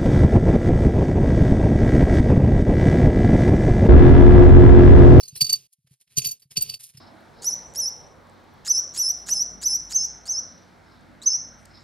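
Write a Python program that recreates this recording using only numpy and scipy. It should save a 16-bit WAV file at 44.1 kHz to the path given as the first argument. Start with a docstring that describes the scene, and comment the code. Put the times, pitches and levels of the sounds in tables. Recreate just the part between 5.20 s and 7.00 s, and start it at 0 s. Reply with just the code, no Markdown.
"""Coins into a hollow bank

Three coins drop through the slot of a hollow coin bank on a cloth-covered table. Each lands on the pile,
bounces and rattles to rest: shell and coins ring as struck sine modes, contacts crack and knock as
bursts of coloured noise, cavity and table thud in low modes. Between drops the fingers shuffle (gritty
noise) and clink (sine modes) the coins still in the hand. Two close microphone ports hear it in stereo.
"""
import sys
import numpy as np
from scipy import signal
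from scipy.fft import rfft, irfft
from scipy.io import wavfile
from scipy.ndimage import uniform_filter1d

SR = 44100
rng = np.random.default_rng(int(sys.argv[2]) if len(sys.argv) > 2 else 0)


def int16_out(signal):
    """Quantize to a 16-bit WAV file."""
    q = np.round(np.clip(np.atleast_2d(signal).T, -1, 1) * 32767)
    wavfile.write(sys.argv[1], SR, q.astype(np.int16))


N = 79380
BINS_HZ = np.arange(N // 2 + 1) * SR / N
STRIKE_T = np.arange(SR // 4) / SR  # clock of one struck sound, s

# coin contacts: [t/s, level/dB, low ring/dB, middle rings/dB, top rings/dB, knock of the shell/dB]
CONTACTS = [(0.21, -6, -3, -15, -8.5, -14), (0.2162, -13, -3, -10, -9, -26), (0.244, -23, 2, -1.5, -6, -14),
            (0.2648, -23, -4, -9.5, -6, -15), (0.2952, -14, -5, -12, -10, -11.5),
            (0.3274, -15.5, 0.5, -9, 3, -21.5), (0.3363, -22, 4.5, -27, -8.5, -6.5),
            (0.3527, -26, -9, -9.5, -17, -21), (0.9714, -13, -6.5, -15.5, -15, -19),
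            (0.9807, -13.5, -5, -10, 2.5, -11.5), (0.9901, -23.5, -2, -15.5, -12, 0),
            (1.0178, -27.5, -8, -13, -7, 0), (1.0463, -15.5, -11, -17.5, -12, -8),
            (1.058, -19.5, -1, -40, -2, -13), (1.0697, -29, 2.5, -10, 9.5, -24),
            (1.0862, -24.5, -5, -15, -1, -35), (1.1104, -25, -5.5, -17.5, 1, -20),
            (1.3626, -31.5, -29, -31, -21, 5.5), (1.3699, -11, -4, -3.5, -14, -11),
            (1.4082, -24, 0.5, 2.5, -5, -28), (1.4193, -21.5, -1, -2, 3.5, -11.5),
            (1.4937, -19, -7.5, -23, -11.5, -10.5), (1.5388, -22, -5.5, -31, -15.5, -6.5)]
# start of the second and third drop: [t/s]
LATER_DROPS_S = (.9, 1.28)
# coins rattling to rest on the pile, one curve for each drop: [t/s, level/dB]
RATTLE = [
    [(0.0, -56.5), (0.14, -61), (0.3, -43), (0.47, -62.5)],
    [(0.96, -53.5), (1.068, -38.5), (1.19, -69)],
    [(1.36, -45.5), (1.516, -44.5), (1.58, -57)],
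]
# modes of shell and coins, the first three being the low ring of the shell: [f/Hz]
RING_HZ = (4578, 4675, 4765, 2690, 3915, 5168, 6200, 6365, 6865, 8576, 9010, 9415, 11645, 12820, 12940,
           15425)
# strength of each of these modes: [first drop level/dB, second drop level/dB, third drop level/dB]
RING_STRENGTH = [(0.5, -1.5, -2.5), (-10.5, -11.5, -8.5), (-11.5, -11, -20), (-24, -24.5, -35),
                 (-17.5, -16, -51), (-19, -7, -43), (-5, 5.5, -6), (-3, 4, -23), (-21, -1.5, -18),
                 (-5.5, -0.5, -14), (-19.5, -16, -14.5), (-17, -3.5, -48), (-17.5, -9.5, -20),
                 (-1.5, -5, -3), (-7, -4.5, -35), (-12, -6, -8)]
TOP_FROM_HZ = 10000
RING_T60_S, RING_RISE_S, RATTLE_RING_DB = 0.064, .005, -0.5
LOW_SCATTER_DB, HIGH_SCATTER_DB = 3.5, 7  # most a mode strays from its level, either way
WAVER = 0.0017  # most a mode strays in pitch, as a share
DAMPING_DB = 9  # a new contact mutes the ring before it
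ROUGH, FLUTTER_S = .4, .005  # rms depth of the level flutter, and its smoothing time


def rings():
    """Every contact sets all modes ringing, with slightly new strengths; the rattle keeps them going."""
    hz, modes, out = np.array(RING_HZ), np.array(RING_STRENGTH), np.zeros(N)
    group = (np.arange(len(hz)) >= 3).astype(int) + (hz > TOP_FROM_HZ)  # 0 low, 1 middle, 2 top
    scatter_db = np.where(group > 0, HIGH_SCATTER_DB, LOW_SCATTER_DB)
    chance = rng.random((len(CONTACTS), 3, len(hz)))
    gaps = np.diff([row[0] for row in CONTACTS], append=9)
    for (s, db, *group_db, _), (turn, odd, bend), gap in zip(CONTACTS, chance, gaps):
        drop = np.searchsorted(LATER_DROPS_S, s)
        level = modes[:, drop] + db + np.array(group_db)[group] + scatter_db * (2 * odd - 1)
        pitch = hz * (1 + WAVER * (2 * bend - 1))
        muted = amp(-DAMPING_DB * np.clip((STRIKE_T - gap) / (3 * RING_RISE_S), 0, 1))
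        ring = sines(pitch, level, RING_T60_S, RING_RISE_S, 2 * np.pi * turn, rough=ROUGH * (group > 0))
        add(out, s - 2 * RING_RISE_S, muted * ring)
    for drop, rows in enumerate(RATTLE):
        # noise through the modes, with peaks as narrow as twice the ring time gives
        tuned = shaped(rng.standard_normal(N), resonances(hz, modes[:, drop], 2 * RING_T60_S + 0 * hz))
        out += rms_one(tuned) * amp(RATTLE_RING_DB) * spells([rows])
    return out


# relative colour of crack, knock and rattle: [f/Hz, level per Hz/dB]
CLATTER = [(300, -19.5), (1200, -29.5), (1900, -23), (2700, 0.5), (3300, -7), (5500, 1), (7000, -5),
           (10000, -3), (12800, -10.5), (14800, -21.5), (15500, -9.5)]
CRACK_DB, CRACK_T60_S, CRACK_RISE_S = -13, 0.045, 0.0075
KNOCK_T60_S, KNOCK_RISE_S = 0.017, .004
RATTLE_DB, GRAINS_PER_S = -2, 13000


def clatter():
    """Each contact gives a bright crack and a shorter, duller shell knock, over the grain of settling coins."""
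    crack, knock = np.zeros((2, N))  # power over time
    for s, db, *_, knock_db in CONTACTS:
        crack_blow = strike(CRACK_T60_S, CRACK_RISE_S)[0]
        knock_blow = strike(KNOCK_T60_S, KNOCK_RISE_S)[0]
        add(crack, s - 2 * CRACK_RISE_S, (amp(db + CRACK_DB) * crack_blow) ** 2)
        add(knock, s - 2 * KNOCK_RISE_S, (amp(db + knock_db) * knock_blow) ** 2)
    rattle = (grains(GRAINS_PER_S, size_db=4.1) * amp(RATTLE_DB) * spells(RATTLE)) ** 2
    white = split(rng.standard_normal((3, N)), np.sqrt(knock + rattle), np.sqrt(crack + rattle))
    return noise_pair(white[0], white[1:], CLATTER)


# thuds of cavity and table: [t/s, level/dB, share by which the pitch starts high and ends low]
THUDS = [(0.128, -44.5, 0), (0.219, -32, 0.034), (0.303, -48, 0), (0.586, -68.5, 0.23),
         (0.646, -61.5, 0.016), (0.711, -51.5, 0.035), (0.977, -28.5, 0), (1.055, -45, 0.031),
         (1.255, -59, 0), (1.375, -34, 0.64), (1.747, -47, 0.0094), (1.778, -49.5, 0)]
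# modes of cavity and table top: [f/Hz, level/dB, t60/s]
BODY = [(132.6, 4, 0.085), (110.7, -8, 0.069), (384.3, -10, 0.06)]
THUD_RISE_S, SAG_S = 0.00432, 0.04  # the pitch sags for SAG_S, then holds
LANDING_DB = -40  # thuds from this level up are landings
RUMBLE_DB, RUB_RUMBLE_DB = -10.5, -19.5  # rumble relative to the rattle and to the hand's dull noise


def thuds():
    """Cavity and table top give a few low cycles per thud, and rumble under the rattle and the hand."""
    hz, db, t60 = np.transpose(BODY)
    out = np.zeros(N)
    for s, thud_db, sag in THUDS:
        glide = 1 - 2 * np.minimum(STRIKE_T / SAG_S, 1)
        clock = np.cumsum(1 + sag * (hz < 300)[:, None] * glide[None], axis=1) / SR
        # the upper mode is full only for landings on other coins
        held_back = (hz > 300) & (thud_db < LANDING_DB or s < LATER_DROPS_S[0])
        add(out, s - 2 * THUD_RISE_S, sines(hz, db + thud_db - 20 * held_back, t60, THUD_RISE_S, 0 * hz, clock))
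    shaking = amp(RUMBLE_DB) * spells(RATTLE) + amp(RUB_RUMBLE_DB) * rubbing(True)
    rumble = rms_one(shaped(rng.standard_normal(N), resonances(hz, db, t60)))
    return out + rumble * uniform_filter1d(shaking, size=600)


# coins clinking in the hand: [t/s, level/dB, leading f/Hz]
CLINKS = [(.009, -38, 5555), (.036, -37, 4615), (.056, -44.5, 4615), (.085, -35.5, 6390), (.157, -41, 5555),
          (.166, -38, 9430), (.178, -36.5, 12800), (1.225, -50, 4615), (1.313, -48.5, 5190),
          (1.777, -46.5, 5190)]
# modes of the coins in the hand: [f/Hz]
HAND_HZ = (4160, 4615, 5190, 5555, 6390, 8720, 9430, 10560, 12400, 12800, 14080)
CLINK_T60_S, CLINK_RISE_S = 0.064, 0.0046
OTHERS_DB, OTHERS_SCATTER_DB = -13.5, 7  # modes other than the leading one, and how far they stray


def clinks():
    """Each clink in the hand rings one coin mode clearly and the others more faintly."""
    hz, out = np.array(HAND_HZ), np.zeros(N)
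    chance = rng.random((len(CLINKS), 2, len(hz)))
    for (s, db, lead_hz), (turn, odd) in zip(CLINKS, chance):
        level = db + OTHERS_DB + OTHERS_SCATTER_DB * (2 * odd - 1)
        level[np.argmin(abs(hz - lead_hz))] = db
        clink = sines(hz, level, CLINK_T60_S, CLINK_RISE_S, 2 * np.pi * turn, rough=ROUGH)
        add(out, s - 3 * CLINK_RISE_S, clink)
    return out


# relative colour of the shuffle: [f/Hz, level per Hz/dB]
FINGERS = [(500, -18.5), (1300, -17.5), (2300, -6), (4000, -0.5), (7000, 3.5), (11000, 6.5), (13000, -4),
           (15500, -15.5)]
GRIT_PER_S, GRIT_DB, FLOOR_DB = 2500, 3.5, -85


def shuffle():
    """Skin and coin faces rub together: gritty hiss over a faint floor."""
    white = rng.standard_normal((3, N)) * grains(GRIT_PER_S, GRIT_DB)
    white = split(white, rubbing(True) + amp(FLOOR_DB), rubbing(False) + amp(FLOOR_DB))
    return noise_pair(white[0], white[1:], FINGERS)


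# fingers rubbing the coins in the hand: [t/s, level/dB, swell/s, fade t60/s, dull part relative level/dB]
RUBS = [(0.536,-54,0.0096,0.03,-17.5),(0.676,-65.5,0.0068,0.032,15),(0.737,-64,0.035,0.073,8),(0.816,-54,0.009,0.056,0.5),
        (0.879,-72,0.0055,0.053,16),(0.927,-61,0.024,0.18,11.5),(0.163,-39.5,0.0069,0.081,5.5),(1.317,-46,0.0076,0.094,6),(1.2,-56,0.0032,0.068,-3.5),(1.225,-59,0.0053,0.076,10.5),(1.603,-47,0.0077,0.35,1.5),
        (1.642,-38.5,0.0094,0.12,-11.5),(1.7,-50,0.011,0.055,2.5),(1.747,-65,0.011,0.32,15.5),(1.776,-52,.006,.06,10)]
TICK_DB, TICK_T60_S = -11.5, 0.032  # noise tick of a clink, relative to its ring


def rubbing(dull):
    """Gain over time of the rubs and the ticks of the clinks, for their bright or dull part."""
    power = np.zeros(N)
    for s, db, swell, t60, dull_db in RUBS:
        add(power, s - 3 * swell, (amp(db + dull * dull_db) * strike(t60, swell)[0]) ** 2)
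    for s, db, _ in CLINKS:
        tick = amp(db + TICK_DB) * strike(TICK_T60_S, CLINK_RISE_S)[0]
        add(power, s - 3 * CLINK_RISE_S, tick ** 2)
    return np.sqrt(power)


def grains(per_s, size_db):
    """Tiny contacts of uneven size, as a gain of rms 1."""
    sizes = (rng.random(N) < per_s / SR) * amp(size_db * np.minimum(rng.exponential(1, N), 4))
    return rms_one(uniform_filter1d(sizes, size=32) + 0.093)


def spells(tables):
    """Gain over time from several level curves, fading to silence between them."""
    t = np.arange(N) / SR
    gain = sum(amp(curve(rows, t)) * (t >= rows[0][0]) * (t < rows[-1][0]) for rows in tables)
    return uniform_filter1d(gain, size=500)


def strike(t60, rise):
    """Envelope of a blow: bell-shaped rise, peak at three rise times, exponential decay; a row per t60."""
    t = STRIKE_T - 3 * rise
    swell = np.exp(-(np.minimum(t, 0) / rise) ** 2)
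    return swell * amp(-60 * np.maximum(t, 0) / np.maximum(np.reshape(t60, (-1, 1)), .005))


def sines(hz, db, t60, rise, phase, t=STRIKE_T, rough=0):
    """Sum of struck modes; t is the clock of their oscillation; rough modes flutter as the coins chatter."""
    span = int(FLUTTER_S * SR)
    smooth = uniform_filter1d(rng.standard_normal((len(hz), SR // 4)), size=span)
    flutter = rms_one(uniform_filter1d(smooth, size=span))
    wave = np.sin(2 * np.pi * hz[:, None] * t + phase[:, None])
    wave = wave * (1 + np.reshape(rough, (-1, 1)) * flutter)
    return np.sum(amp(db)[:, None] * strike(t60, rise) * wave, axis=0)


def resonances(hz, db, t60):
    """Peaks on the FFT bins, as wide as their decay makes them."""
    return sum(amp(d) / (1 + 1j * (BINS_HZ - f) * 2 * np.pi * t / np.log(1000))
               for f, d, t in zip(hz, db, t60))


def split(white, dull_gain, bright_gain):
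    """Noise with one envelope for its dull part and another for its bright part."""
    low = 1 / (1 + (BINS_HZ / 3500) ** 4)  # crossover at 3500 Hz
    return shaped(white * dull_gain, low) + shaped(white * bright_gain, 1 - low)


# noise of each side's own, relative to the shared noise: [f/Hz, level/dB]
APART = [(100, -11.5), (1000, -7), (2500, -17), (8000, -36), (15000, -4)]


def noise_pair(white, own, rows):
    """Coloured noise, mostly shared, with a part of its own on each side."""
    tint = colour(rows) / np.sqrt(np.mean(colour(rows) ** 2))
    return shaped(white, tint), shaped(own, tint * colour(APART))


def amp(db):
    """Gain of a dB value."""
    return 10 ** (np.asarray(db) / 20)


def curve(rows, at, warp=np.asarray):
    """Straight lines between the rows of a table."""
    x, y = np.transpose(rows)
    return np.interp(warp(at), warp(x), y)


def colour(rows):
    """A dB table as gains on the FFT bins, interpolated over log frequency."""
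    return amp(curve(rows, np.maximum(BINS_HZ, 10), np.log))


def shaped(x, gain):
    """Filter by a gain given for every FFT bin."""
    return irfft(rfft(x) * gain, N)


def rms_one(x):
    """Scale to rms 1."""
    return x / np.sqrt(np.mean(x ** 2) + 1e-20)


def add(out, s, sound):
    """Mix a sound in at s seconds."""
    i = int(s * SR)
    sound = sound[max(-i, 0):len(out) - i]
    out[max(i, 0):max(i, 0) + len(sound)] += sound


# phase by which the left port leads: [f/Hz, lead/rad]
LEAD = [(0, 0), (4200, 1.09), (4800, 0.66), (6700, 4.5), (8000, 2.5), (9700, 7.5), (12400, 7), (14400, 19),
        (15600, 2.5)]
# level of left minus right: [f/Hz, level/dB]
LEAN = [(130, 0), (500, -1.5), (1600, -0.5), (2600, -3), (4600, -4.5), (6500, -2), (15000, 0.9)]


def scene():
    """The sound reaches the two ports with a lead and lean that depend on pitch."""
    (crack, crack_own), (hand, hand_own) = clatter(), shuffle()
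    shared = rings() + clinks() + crack + hand + thuds()
    half = np.exp(.5j * curve(LEAD, BINS_HZ)) * colour(LEAN) ** .5  # each port takes half the difference
    return shaped(shared, np.array([half, 1 / half])) + crack_own + hand_own


LOW_CUT_HZ, CUTOFF_HZ = 44, 16100


def record(dry):
    """The microphones lose the deepest bass; the top is cut steeply."""
    thin = signal.sosfilt(signal.butter(2, LOW_CUT_HZ, "high", fs=SR, output="sos"), dry)
    return signal.sosfilt(signal.cheby2(14, 70, CUTOFF_HZ, fs=SR, output="sos"), thin)


dry = scene()
out = record(dry)
int16_out(out)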